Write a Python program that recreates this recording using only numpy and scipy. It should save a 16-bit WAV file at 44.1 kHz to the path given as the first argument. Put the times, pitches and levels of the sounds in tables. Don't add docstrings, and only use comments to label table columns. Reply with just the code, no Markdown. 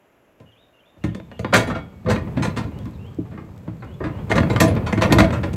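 import sys
import numpy as np
from scipy import signal
from scipy.fft import rfft, irfft, next_fast_len
from scipy.io import wavfile
from scipy.ndimage import uniform_filter1d

SR = 44100
rng = np.random.default_rng(int(sys.argv[2]) if len(sys.argv) > 2 else 0)


def output_pcm(signal):
    pcm = np.clip(np.atleast_2d(signal).T, -1, 1) * 32767
    wavfile.write(sys.argv[1], SR, np.round(pcm).astype(np.int16))


N = 245195

# (time [s], strength [dB], weight [dB], hardness [dB], chatter time [s],
# dry share [0-1], note of the struck part [Hz])
BLOWS = [(0.401, -58, 4, 4, 0.0016, 0.4, 510), (0.964, -66, 8, -3, 0.0049, 0.6, 534),
         (1.039, -37, 9, 5, 0.0024, 0.57, 347), (1.148, -45, 3, 8.5, 0.0014, 0.65, 520),
         (1.2, -49.5, -1, -8, 0.001, 1, 520), (1.315, -47.5, -6.5, -5, 0.0015, 0.7, 516),
         (1.393, -44, 7.5, 12, 0.0015, 0.65, 570), (1.446, -29.5, -8, -13.5, 0.0014, 0.75, 650),
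         (1.526, -17.5, -10.5, -9, 0.004, 0.1, 1760), (1.536, -13.5, -18, 6.5, 0.0067, 0.7, 1500),
         (1.562, -27.5, -3, 18.5, 0.0018, 0.2, 640), (1.671, -36.5, 4.5, 5, 0.0052, 0.3, 1190),
         (1.7, -28.5, -17, -11, 0.0019, 0.17, 1250), (1.749, -32, -10, -7, 0.005, 0.34, 1260),
         (2.046, -58, 25.5, 3, 0.0022, 0.28, 121), (2.061, -32, 2.5, -17, 0.0024, 0.16, 555),
         (2.085, -30.5, 4, 3, 0.0046, 0.2, 516), (2.099, -25.5, -10.5, 7, 0.0022, 0.14, 500),
         (2.16, -31, -9.5, -7, 0.0021, 0.62, 313), (2.368, -35, 6.5, -5, 0.0064, 1, 255),
         (2.398, -41, 11.5, -7, 0.00096, 0.25, 574), (2.423, -27, -25, 7.5, 0.0032, 0.22, 1000),
         (2.451, -33.5, -3.5, 7, 0.0015, 0.44, 236), (2.561, -37.5, 1, 7.5, 0.0056, 0.77, 235),
         (2.572, -30.5, -5, 4, 0.0025, 0.26, 240), (2.64, -50.5, 14, 4, 0.0017, 0.46, 280),
         (2.788, -54, 6, 4, 0.018, 0.26, 280), (2.855, -48, 8, -1, 0.0015, 0.22, 417),
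         (3.311, -49, 5, -6, 0.012, 0.6, 236), (3.376, -42.5, -6, -22, 0.0017, 0.4, 330),
         (3.678, -46, 9.5, -21, 0.0022, 0.77, 249), (3.823, -41.5, -12, -15, 0.0022, 0.32, 1350),
         (4.004, -37, 4.5, -30, 0.002, 0.23, 312), (4.037, -32.5, -2, -8, 0.0057, 0.37, 310),
         (4.296, -27, -4.5, 2, 0.0054, 0.1, 1180), (4.315, -23, -12, -0.5, 0.0026, 0.98, 2060),
         (4.355, -25.5, -4.5, 4, 0.0025, 0.27, 1620), (4.379, -21.5, -12, -5.5, 0.0025, 0.89, 238),
         (4.403, -37, 10.5, 0, 0.0014, 1, 236), (4.431, -32, 0, -8, 0.0018, 0.63, 317),
         (4.499, -29, -0.5, 1.5, 0.0032, 0.51, 520), (4.531, -42.5, 3, 6, 0.0019, 0.7, 510),
         (4.561, -26, -19, -2, 0.0024, 0.78, 506), (4.601, -21, -8, 16, 0.0042, 0.56, 313),
         (4.611, -19, -5.5, -31, 0.0028, 0.46, 317), (4.678, -33.5, 8, 1, 0.0053, 0.5, 545),
         (4.713, -41.5, 9, -11, 0.00096, 0.5, 252), (4.762, -34, 3, -7, 0.0041, 1, 400),
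         (4.863, -29, -20, 1.5, 0.0054, 0.34, 1010), (4.926, -28, -2.5, 2.5, 0.0021, 0.76, 2070),
         (4.975, -31.5, 4.5, -2, 0.003, 0.6, 324), (5.012, -20.5, -9.5, 5.5, 0.006, 0.74, 520),
         (5.037, -25, -6, -10, 0.0043, 0.8, 1070), (5.099, -25.5, 4.5, -8, 0.0067, 0.08, 326),
         (5.123, -22.5, -7, 13, 0.0028, 0.9, 597), (5.154, -31, 10.5, -5, 0.0084, 0, 334),
         (5.185, -17.5, -8.5, 4, 0.0018, 0.43, 685), (5.202, -19.5, -6, 1, 0.0032, 0.9, 660),
         (5.243, -32.5, 5, 1, 0.0028, 0.85, 640), (5.305, -36, -6, -1, 0.0021, 0.8, 235),
         (5.325, -29, -9.5, 1, 0.0023, 0, 1270), (5.432, -31.5, -4, -1, 0.0039, 0.67, 322),
         (5.532, -50, 14, 20, 0.0027, 1, 520)]
# (time [s], shaking [dB])
SHAKING = [(0.98, -49), (1.2, -45), (1.45, -42), (1.58, -24.5), (1.63, -37), (1.85, -40.5), (2.11, -40.5),
           (2.27, -28), (2.47, -29), (3.35, -39), (3.98, -35.5), (4.38, -24), (4.51, -19.5), (4.97, -26.5),
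           (5.12, -19), (5.56, -27)]
# (frequency [Hz], gain [dB])
HISS_COLOUR = [(1500, -3), (3500, 9.5), (5500, 3.5), (8000, 5), (9500, -14), (12000, 3.5), (15500, -9)]
MOVING_S, SEATED_S = SHAKING[0][0], 2.04


def amp(db):
    return 10 ** (np.asarray(db) / 20)


def unit(x):
    return x / np.sqrt(np.mean(x ** 2) + 1e-20)


def curve_at(points, hz):
    f, value = np.transpose(points)
    return np.interp(np.log(hz + 1), np.log(f + 1), value)


def add(mix, s, sound):
    part = mix[max(round(s * SR), 0):][:len(sound)]
    part += sound[:len(part)]


def tint(x, spectrum):
    size = next_fast_len(len(x))
    gain = amp(curve_at(spectrum, np.fft.rfftfreq(size, 1 / SR)))
    return unit(irfft(rfft(x, size) * gain, size)[:len(x)])


def minimum_phase(db):
    log_gain = np.log(amp(np.r_[db, db[-2:0:-1]]))
    return np.exp(np.conj(signal.hilbert(log_gain)))[:len(db)]


def resonance(hz, centre, width):
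    return 1 / (1 + (2 * (hz - centre) / width) ** 2)


def dense_ring(decay, size):
    hz, t, spectrum = signal.stft(rng.choice([-1., 1.], size), SR, nperseg=256)
    t60 = curve_at(decay, hz)[:, None]
    ring = signal.istft(spectrum * 1000 ** (-t / t60) / np.sqrt(t60), SR, nperseg=256)[1][:size]
    return ring / np.linalg.norm(ring)


def shaking_db():
    return np.interp(np.arange(N) / SR, *np.transpose(SHAKING))


def hush_and_hiss(hush_db=-58.5, hiss_db=-54, hiss_growth=0.4, still_db=-87):
    # (frequency [Hz], gain [dB])
    hush_colour = [(18, -41), (30, -6), (332, -2.5), (379, -3.5), (505, -3), (575, 0), (767, -7.5),
                   (2830, -17), (4420, -34), (7260, -29), (9430, -48), (11000, -26.5), (15500, -39)]
    moving = np.arange(N) / SR > MOVING_S
    level_db = np.where(moving, hiss_db + hiss_growth * shaking_db(), still_db)
    hiss = tint(rng.standard_normal(N), HISS_COLOUR) * amp(level_db)
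    return amp(hush_db) * tint(rng.standard_normal(N), hush_colour) + hiss


def chatter(t, chatter_s, per_s=2200, spread_db=3.0, first_hit=3, soft_s=0.0021):
    progress = t / chatter_s
    hits = (rng.random(len(t)) < per_s / SR) * amp(spread_db * rng.standard_normal(len(t)))
    hits *= rng.choice([-1., 1.], len(t)) * np.sqrt((progress + 0.053) * np.exp(-progress))
    hits[0] = first_hit * np.exp(-chatter_s / soft_s)
    return hits / np.linalg.norm(hits)


def small_part_db(hz, lift_db=5, width_hz=110, count=16):
    modes = zip(rng.uniform(3500, 13500, count), rng.uniform(.5, 1.3, count))
    return sum(lift_db * weight * resonance(hz, f, width_hz) for f, weight in modes)


def clanks(note_lift_db=8, note_width_ratio=0.26, lean=0.69, size=24576):
    # (frequency [Hz], gain [dB])
    steel_colour = [(21, -62), (35, -16.5), (102, -5), (262, -4.5), (314, -4), (394, -8.5), (657, -13),
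                    (805, -13), (987, -11), (1820, -15.5), (4440, -30.5), (5050, -37), (6190, -30.5),
                    (11700, -47.5), (15500, -50)]
    # (frequency [Hz], width [Hz], lift [dB])
    frame_modes = [(112, 16, 6), (163, 14, 3), (196, 14, 3), (319, 26, 6), (506, 34, 3), (567, 30, 2),
                   (654, 28, 11), (879, 20, 4), (1014, 34, 9), (1200, 36, 4), (1415, 40, 7), (1689, 40, 3),
                   (1845, 65, 8), (2120, 34, 8), (2465, 44, 5), (2645, 60, 5), (3280, 66, 4),
                   (3600, 100, 3), (4030, 80, 3), (4290, 60, 3), (4650, 74, 3), (6230, 80, 3),
                   (7300, 80, 3), (7800, 160, 3)]
    # (frequency [Hz], t60 [s])
    panel_decay = [(80, 0.59), (200, 0.35), (450, 0.3), (1300, 0.26), (3300, 0.24), (8000, 0.17),
                   (15000, 0.24)]
    # (frequency [Hz], gain [dB])
    panel_balance = [(150, 1.5), (500, 1.5), (2000, -1.5), (6000, -1), (14000, 3.5)]
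    # (low edge [Hz], high edge [Hz])
    band_edges = [(55, 200), (200, 700), (700, 2200), (2200, 5000), (5000, 8800), (8800, 15500)]
    # (usual level [dB], weight share [x], hardness share [x], dry clack [dB])
    band_voicing = [(7.5, 1, 0.035, 0.5), (7.5, 0.62, 0.012, -0.5), (0, 0.018, 0.021, -1),
                    (-10.5, 0, 0.34, 4), (-20, 0, 0.92, -0.5), (-32, 0.085, 1, 1.5)]
    t, hz = np.arange(size) / SR, np.fft.rfftfreq(size, 1 / SR)
    frame_db = sum(lift * resonance(hz, f, width) for f, width, lift in frame_modes)
    steel_db = curve_at(steel_colour, hz) + frame_db
    panel_gain = amp(curve_at(panel_balance, hz))
    filters = [signal.butter(3, edges, "band", fs=SR, output="sos") for edges in band_edges]
    bands = [signal.sosfreqz(sos, hz, fs=SR)[1] for sos in filters]
    centres_hz = np.sqrt(np.prod(band_edges, axis=1))
    usual_db, by_weight, by_hardness, clack_db = np.transpose(band_voicing)
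    out = np.zeros(N)
    for s, strength_db, weight_db, hardness_db, chatter_s, dry_share, note_hz in BLOWS:
        shift_db = weight_db * by_weight + hardness_db * by_hardness
        dry_share = np.clip(dry_share, .03, .95)
        panels = panel_gain * rfft(dense_ring(panel_decay, size))
        body = np.sqrt(dry_share) + np.sqrt(1 - dry_share) * panels
        lean_db = lean * curve_at(np.c_[centres_hz, shift_db], hz)
        note_db = note_lift_db * resonance(hz, note_hz, note_width_ratio * note_hz)
        colour = minimum_phase(steel_db + lean_db + small_part_db(hz) + note_db)
        blow = rfft(chatter(t, chatter_s)) * body * colour
        layers = [irfft(blow * band) for band in bands]
        levels_db = strength_db + usual_db + shift_db + dry_share * clack_db
        clank = sum(amp(db) * layer / np.linalg.norm(layer) for db, layer in zip(levels_db, layers))
        add(out, s, clank * np.sqrt(SR / 20))
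    return out


def drawbar(level_db=-9, growth=1.31, seated_damping=1.5, choke_s=.02, detune=0.0013):
    # (frequency [Hz], level [dB], t60 [s])
    bar_modes = [(161, -7, 1.0), (436, -15, .8), (748, -14, .5), (985, -6, .45), (1163, -13, .55),
                 (1270, -9, .45), (1416, -10, .7), (1830, -12, .5), (2056, -15, .5), (2234, -6, .7),
                 (2993, -20, .5), (3262, -21, .85), (3332, -10, .55), (4730, -15, .35)]
    t = np.arange(SR) / SR
    hz, db, t60 = np.array(bar_modes).T[:, :, None]
    tones = amp(db) * np.sin(2 * np.pi * hz * t)
    fall_db = -60 * t / t60
    free_modes, seated_modes = tones * amp(fall_db), tones * amp(fall_db * seated_damping)
    free, seated = np.zeros((2, N))
    for s, strength_db, *_ in BLOWS:
        mix, modes = (free, free_modes) if s < SEATED_S else (seated, seated_modes)
        strike_point = rng.uniform(1.0, 2.04, len(modes))
        ring = np.interp(t * (1 + detune * rng.standard_normal()), t, strike_point @ modes)
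        add(mix, s, amp(level_db + growth * strength_db) * ring)
    choke = np.exp(-np.maximum(np.arange(N) / SR - SEATED_S, 0) / choke_s)
    return seated + free * choke


def bird(glide_s=0.016, swell=0.53, waver=0.017, flutter_db=3.0, echo_db=-4):
    # (offset [s], length [s], base start [Hz], base target [Hz], accent [dB])
    rising = [(0, 0.074, 2990, 2850, -1), (.06, 0.038, 3640, 2950, -2.5), (.1, 0.024, 2220, 2750, -5),
              (.112, .095, 2920, 3790, -2.5)]
    dipping = [(0, 0.032, 4800, 3600, -2), (.04, 0.091, 2330, 2950, -1.2), (.105, 0.063, 2550, 3460, 0)]
    # (time [s], level [dB], pitch factor [x])
    rising_calls = [(.455, -57, 1), (.73, -59.5, 0.97), (1.01, -54, 0.96), (1.31, -53, 0.99)]
    dipping_calls = [(2.66, -59, 0.98), (2.934, -55.5, 0.95), (3.80, -58.5, 1.0), (4.06, -58, 0.97)]
    t, song = np.arange(SR // 6) / SR, np.zeros(N)
    for phrase, calls in ((rising, rising_calls), (dipping, dipping_calls)):
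        for s, level_db, pitch in calls:
            for offset, length, from_hz, to_hz, accent_db in phrase:
                wobble, flutter = unit(uniform_filter1d(rng.standard_normal((2, len(t))), size=130))
                slide = to_hz + (from_hz - to_hz) * np.exp(-t / glide_s)
                hz = pitch * slide * (1 + waver * wobble)
                whistle = np.sin(2 * np.pi * np.cumsum(hz) / SR)
                arch = abs(np.sin(np.pi * t / length)) ** swell * (t < length)
                add(song, s + offset, arch * amp(level_db + accent_db + flutter_db * flutter) * whistle)
    surroundings = dense_ring([(2000, 0.84), (5000, 0.28)], size=24576)
    return song + amp(echo_db) * signal.oaconvolve(song, surroundings)[:N]


def shudder(knocks_per_s=120, spread_db=4, wash=0.62, rumble_db=-1, rattle_db=-4, rattle_growth=1.086):
    # (frequency [Hz], gain [dB])
    rumble_colour = [(25, -34), (45, -8), (70, 8.5), (110, 12), (170, 4.5), (230, -0.5), (400, -50.5)]
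    rattle_colour = [(100, 2), (220, 7.5), (320, -3.5), (450, 4), (700, -9), (1400, -16.5), (2500, -23),
                     (5000, -44), (8000, -72), (15000, -69)]
    knocks = (rng.random(N) < knocks_per_s / SR) * amp(spread_db * rng.standard_normal(N))
    knock_ring = dense_ring([(100, 0.15), (8000, 0.22)], size=8192)
    patter = unit(signal.oaconvolve(knocks, knock_ring)[:N])
    rattle = tint(patter + wash * rng.standard_normal(N), rattle_colour)
    rattle *= amp(rattle_db + rattle_growth * shaking_db())
    rumble = tint(rng.standard_normal(N), rumble_colour) * amp(rumble_db + shaking_db())
    return (rumble + rattle) * (np.arange(N) / SR > MOVING_S)


def clinks(upper_ratio=1.135, upper_db=-2, t60_s=0.095, attack_s=0.005, split=0.007, count=4):
    # (time [s], lower cluster's pitch [Hz], level [dB])
    jolts = [(1.538, 11300, -28), (1.672, 9520, -51), (2.1, 11300, -45), (4.601, 11370, -21.5),
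             (4.678, 9400, -35), (5.121, 11370, -28.5), (5.186, 11400, -35)]
    t, out = np.arange(SR // 5) / SR, np.zeros(N)
    envelope = np.minimum(t / attack_s, 1) * amp(-60 * t / t60_s)
    for s, hz, db in jolts:
        for ratio, cluster_db in ((1, 0), (upper_ratio, upper_db)):
            modes_hz = hz * ratio * (1 + split * rng.standard_normal((count, 1)))
            ring = np.sin(2 * np.pi * (modes_hz * t + rng.random((count, 1)))).sum(0) / np.sqrt(count)
            add(out, s, amp(db + cluster_db) * envelope * ring)
    return out


def grit(per_s=25, tiny_db=-57, spread_db=4, decay_s=0.002):
    # (time [s], peak [dB])
    sharp_ticks = [(2.788, -41), (2.856, -43), (3.036, -58), (3.146, -48), (3.578, -45.5), (4.753, -34),
                   (4.92, -44)]
    t, out = np.arange(600) / SR, np.zeros(N)
    starts = np.flatnonzero(rng.random(N) < per_s / SR)
    peaks_db = tiny_db + spread_db * rng.standard_normal(N)
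    tiny_ticks = [(i / SR, peaks_db[i]) for i in starts if i / SR > SEATED_S]
    for s, db in list(sharp_ticks) + tiny_ticks:
        tick = tint(rng.standard_normal(len(t)), HISS_COLOUR) * np.exp(-t / decay_s)
        add(out, s, amp(db) * tick / abs(tick).max())
    return out


def hollow_bump(at_s=3.1865, level_db=-14, contact_s=0.0029):
    # (frequency [Hz], level [dB], t60 [s])
    panel_modes = [(108.5, -10, 0.29), (173, -7, 0.19), (281, -7, 0.15), (309, 0.5, 0.087),
                   (409, -14.5, 0.13), (645, -26, 0.16)]
    t, out = np.arange(SR // 2) / SR, np.zeros(N)
    ring = sum(amp(db) * 1000 ** (-t / t60) * np.sin(2 * np.pi * hz * t) for hz, db, t60 in panel_modes)
    add(out, at_s, amp(level_db) * np.minimum(t / contact_s, 1) * ring)
    return out


def scene():
    trailer = clanks() + clinks() + hollow_bump() + drawbar() + shudder() + grit()
    return (trailer + bird() + hush_and_hiss())[None]


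def record(dry):
    heard = signal.sosfilt(signal.butter(5, 38, "high", fs=SR, output="sos"), dry)
    rounded = heard / (1 + heard ** 6) ** (1 / 6)
    high_cut = signal.firwin(511, cutoff=15900, window=("kaiser", 9), fs=SR)
    return signal.oaconvolve(rounded, high_cut[None], "same")


dry = scene()
out = record(dry)
output_pcm(out)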